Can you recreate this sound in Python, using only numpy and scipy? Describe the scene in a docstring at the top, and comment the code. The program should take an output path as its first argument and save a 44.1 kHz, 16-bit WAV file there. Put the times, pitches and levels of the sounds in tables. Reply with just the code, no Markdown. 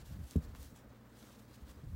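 """Yarn rustles over the fingers as hands turn a piece of crochet close to the microphone.
Countless fibres slip in each stroke, and the hook and snagging strands tick now and then.
The hands nudge the work table into its low, damped modes, once with a soft thump, and rumble
as they shift on it. The faint hum and hiss of a quiet room lie underneath."""
import sys
import numpy as np
from scipy import signal
from scipy.fft import rfft, irfft
from scipy.io import wavfile

SR = 44100
rng = np.random.default_rng(int(sys.argv[2]) if len(sys.argv) > 2 else 0)


def wrap_up_sound(samples):
    """Save the sound to the file named by the first command line argument, as 16-bit audio."""
    columns = np.atleast_2d(samples).T
    # keep every value between -1 and 1, then stretch to whole-number steps
    tamed = np.clip(columns, -1, 1)
    steps = np.round(tamed * 32767).astype(np.int16)
    wavfile.write(sys.argv[1], SR, steps)


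N = 85995
TIME = np.arange(N) / SR
CUTOFF_HZ = 15850


def from_db(db):
    """Decibels to gain."""
    return 10 ** (np.asarray(db) / 20)


def rms_one(x):
    """Scale to an rms of 1."""
    return x / np.sqrt(np.mean(x ** 2) + 1e-20)


def fader(curve):
    """Gain over time from (time_s, level_db) points."""
    return from_db(np.interp(TIME, *np.transpose(curve)))


def coloured(white, spectrum):
    """EQ a white signal through (frequency_hz, level_db) points; the result has an rms of 1."""
    hz, db = np.transpose(spectrum)
    bin_hz = np.maximum(np.arange(N // 2 + 1) * SR / N, 1)
    low_cut = np.minimum(bin_hz / hz[0], 1) ** 2
    high_cut = bin_hz < CUTOFF_HZ
    eq = from_db(np.interp(np.log(bin_hz), np.log(hz), db))
    return rms_one(irfft(rfft(white) * low_cut * high_cut * eq, N))


def drift(rate_hz):
    """Smooth random wander with a spread of 1."""
    step = 40  # samples per control point
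    points = N // step
    pole = np.exp(-2 * np.pi * rate_hz * step / SR)
    wander = signal.lfilter([1], [1, -2 * pole, pole * pole], rng.standard_normal(2 * points))[points:]
    return np.interp(np.arange(N) / step, np.arange(points), rms_one(wander))


def room_tone(waver_db=2.4, unrest_db=1.5, air_db=-60.5):
    """Faint, uneven air noise and a wavering hum."""
    # partials of the hum: pitch_hz, rms_db
    partials = [(59.5, -72), (119, -67.5), (211, -70)]
    # colour of the air noise: frequency_hz, level_db
    air_colour = [(25, -15.5), (60, -6), (130, -4), (180, -5.5), (235, -0.5), (290, -4.5), (380, -12),
                  (500, -8.5), (720, -16.5), (1150, -17), (1700, -19.5), (2600, -28.5), (6000, -41),
                  (10000, -51), (15500, -31)]
    hum = np.zeros(N)
    for hz, db in partials:
        amplitude = np.sqrt(2) * from_db(db - waver_db * drift(rate_hz=1))
        hum += amplitude * np.sin(2 * np.pi * (hz * TIME + rng.random()))
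    air_gain = from_db(air_db + unrest_db * drift(rate_hz=10))
    return hum + air_gain * coloured(rng.standard_normal(N), air_colour)


def hand_rumble():
    """Dull rumble of the hands shifting on the table."""
    # rise and fall of the rumble: time_s, level_db
    shifting = [(0, -52), (0.04, -55.5), (0.09, -52), (0.23, -49), (0.28, -84), (0.42, -54.5), (0.60, -56),
                (0.74, -66), (0.80, -72), (1.0, -88), (1.58, -84), (1.68, -65), (1.81, -70), (1.88, -51),
                (1.95, -47)]
    # colour of the rumble: frequency_hz, level_db
    rumble_colour = [(22, -29), (38, 3), (65, -1.5), (120, -2), (190, -15), (300, -53), (600, -50)]
    return fader(shifting) * coloured(rng.standard_normal(N), rumble_colour)


def fibre_friction(slips_per_s=3600, spread_db=2, grain_db=-10.5):
    """Countless fibres slip past each other: white hiss with a fine grain."""
    sizes = from_db(spread_db * np.minimum(rng.exponential(1, N), 5))
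    signs = rng.choice([-1, 1], N)
    slips = sizes * signs * (rng.random(N) < slips_per_s / SR)
    return rng.standard_normal(N) + from_db(grain_db) * rms_one(slips)


def yarn_rustle(flutter_db=1.53, patchy_db=1.5, bands=60):
    """Each stroke of yarn over fingers and hook swells and fades; its colour shifts as new fibres rub."""
    # strokes: peak_s, level_db, rise_s, fall_s, tilt_db_per_octave, rasp_db
    strokes = [(0.008, -66, .02, 0.015, -1.5, -3), (0.059, -65, 0.0065, 0.0095, -0.5, 0),
               (0.133, -65, 0.052, 0.023, 0.6, 0), (0.275, -65, 0.052, 0.074, 1.5, -2),
               (0.317, -61.5, 0.019, 0.024, 0.5, -2), (0.363, -59.5, 0.0041, 0.0033, 4.5, -8),
               (0.435, -66.5, 0.012, 0.02, 1.5, 3), (0.488, -70.5, 0.017, 0.023, -1.5, 2),
               (0.563, -63, 0.01, 0.019, 0, -5), (0.618, -62.5, 0.031, 0.071, 1.9, 0.5),
               (0.764, -67, 0.0073, 0.036, -0.5, -14), (0.91, -79.5, 0.0099, 0.047, -6, 3.5),
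               (1.221, -66, 0.051, 0.067, 0.5, -0.5), (1.30, -66.5, 0.035, 0.048, -1.5, -2),
               (1.39, -69.5, 0.026, 0.03, 1.5, -14), (1.541, -67, 0.022, 0.023, 0, 4.5),
               (1.696, -63, 0.016, 0.017, -0.4, 1.5), (1.79, -73, 0.017, 0.035, -1.5, -4)]
    # light rubbing between strokes, as the fabric never rests: time_s, level_db
    light_rubbing = [(0, -74.5), (0.7, -77.5), (0.85, -78.5), (1.05, -77), (1.2, -72.5), (1.6, -72.5),
                     (1.95, -76)]
    # colour of the rustle: frequency_hz, level_db
    yarn_colour = [(300, -2.5), (900, 5), (1800, 0), (2700, 1.5), (4000, 3.5), (5500, 1), (7500, 0.5),
                   (9500, -2.5), (12000, -3.5), (15500, -3.5)]
    tilt_pivot_hz = 6640
    rasp_hz, rasp_octaves = 4400, 0.18  # a taut strand rasps in a narrow band
    stroke_power = []
    for peak_s, db, rise_s, fall_s, _, _ in strokes:
        width_s = np.where(TIME < peak_s, rise_s, fall_s)
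        stroke_power.append(from_db(db) ** 2 * np.exp(-((TIME - peak_s) / width_s) ** 2))
    stroke_power = np.array(stroke_power)
    rubbing_power = fader(light_rubbing) ** 2
    tilts, rasps = np.transpose(strokes)[-2:]
    hiss_spectrum = rfft(coloured(fibre_friction(), yarn_colour))
    band_of_bin = np.arange(len(hiss_spectrum)) * SR / N * bands // CUTOFF_HZ
    rustle = np.zeros(N)
    for band in range(bands):
        hz = (band + .5) * CUTOFF_HZ / bands
        rasp_shape = np.exp(-(np.log2(hz / rasp_hz) / rasp_octaves) ** 2)
        colour_db = tilts * np.log2(hz / tilt_pivot_hz) + rasps * rasp_shape
        envelope = np.sqrt(rubbing_power + from_db(colour_db) ** 2 @ stroke_power)
        patchiness = from_db(patchy_db * drift(rate_hz=18))  # each band wanders on its own
        rustle += envelope * patchiness * irfft(hiss_spectrum * (band_of_bin == band), N)
    flutter = from_db(flutter_db * drift(rate_hz=40))
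    return flutter * rustle


def table_bumps():
    """Soft blows swell and die in the table's damped modes, the low ones later; soft hands sound dull."""
    # a hand meets the table and its weight retunes it: start_s, level_db, lowpass_hz, pitch_ratio
    bumps = [(0.107, -41, 184, 0.93), (0.157, -44.5, 200, 1.12), (0.186, -38, 146, 0.97),
             (0.221, -34, 76, 0.78), (0.3551, -23.5, 420, 1.01), (0.3681, -29.5, 232, 0.92),
             (0.377, -41, 600, 1.097), (0.430, -38, 80, 0.84), (0.477, -46, 75, 0.81),
             (0.515, -38, 80, 0.8), (0.58, -43.5, 131, 0.9), (0.608, -47, 80, 0.82),
             (0.653, -43.5, 80, 0.86), (0.721, -51, 292, 0.965), (0.856, -51, 80, 0.674),
             (1.617, -42, 103, 0.8), (1.682, -45.5, 80, 0.78), (1.762, -43.5, 95, 0.91),
             (1.833, -39.5, 109, 1.73), (1.858, -44, 107, 1.3), (1.881, -42.5, 109, 1.0),
             (1.909, -37.5, 128, 1.02)]
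    # modes of the work table before retuning: pitch_hz, level_db, swell_s
    modes = [(82.3, -2, 0.014), (170.1, -3.5, 0.0127), (245, -4, 0.0073), (404, -9, 0.0046),
             (572, -13.5, 0.0022)]
    out = np.zeros(N)
    for start_s, db, lowpass_hz, pitch_ratio in bumps:
        age = pitch_ratio * np.maximum(TIME - start_s, 0)  # a higher bump is also shorter
        for k, (hz, mode_db, swell_s) in enumerate(modes):
            polarity = (-1) ** (k + 1)
            gain = from_db(db + mode_db) / np.hypot(1, (hz / lowpass_hz) ** 3)
            swell = (age / swell_s * np.exp(1 - age / swell_s)) ** 2
            out += polarity * gain * swell * np.sin(2 * np.pi * hz * age)
    return out


def hook_ticks():
    """Each tick is one click in a broad resonance that the fabric damps at once."""
    # clicks of the hook and of snagging strands: start_s, level_db, centre_hz, width_hz
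    ticks = [(0.3006, -45, 4500, 5000), (0.3088, -49, 9000, 7000), (0.3103, -28.5, 6240, 7040),
             (0.3175, -48, 4500, 3000), (0.3245, -56, 4500, 4000), (0.335, -43.5, 2060, 1500),
             (0.3612, -43.5, 1010, 490), (0.5493, -42.5, 3000, 4000), (0.5510, -41, 970, 600),
             (0.5570, -50, 2140, 900), (0.63, -34.5, 10000, 8000), (1.228, -43.5, 4160, 2500),
             (1.544, -49.5, 4400, 1500)]
    out = np.zeros(N)
    for start_s, db, centre_hz, width_hz in ticks:
        click = np.full(N, 1e-18)
        click[int(start_s * SR)] = from_db(db)
        radius = np.exp(-np.pi * width_hz / SR)
        resonance = [1, -2 * radius * np.cos(2 * np.pi * centre_hz / SR), radius * radius]
        out += signal.lfilter([.5, 0, -.5], resonance, click)
    return out


def scene():
    """Everything at one close microphone, in mono."""
    return (yarn_rustle() + hook_ticks() + table_bumps() + hand_rumble() + room_tone())[None]


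def record(dry):
    """A steep low-pass takes off the very top."""
    return signal.sosfilt(signal.ellip(12, .1, 70, CUTOFF_HZ, fs=SR, output="sos"), dry)


dry = scene()
out = record(dry)
wrap_up_sound(out)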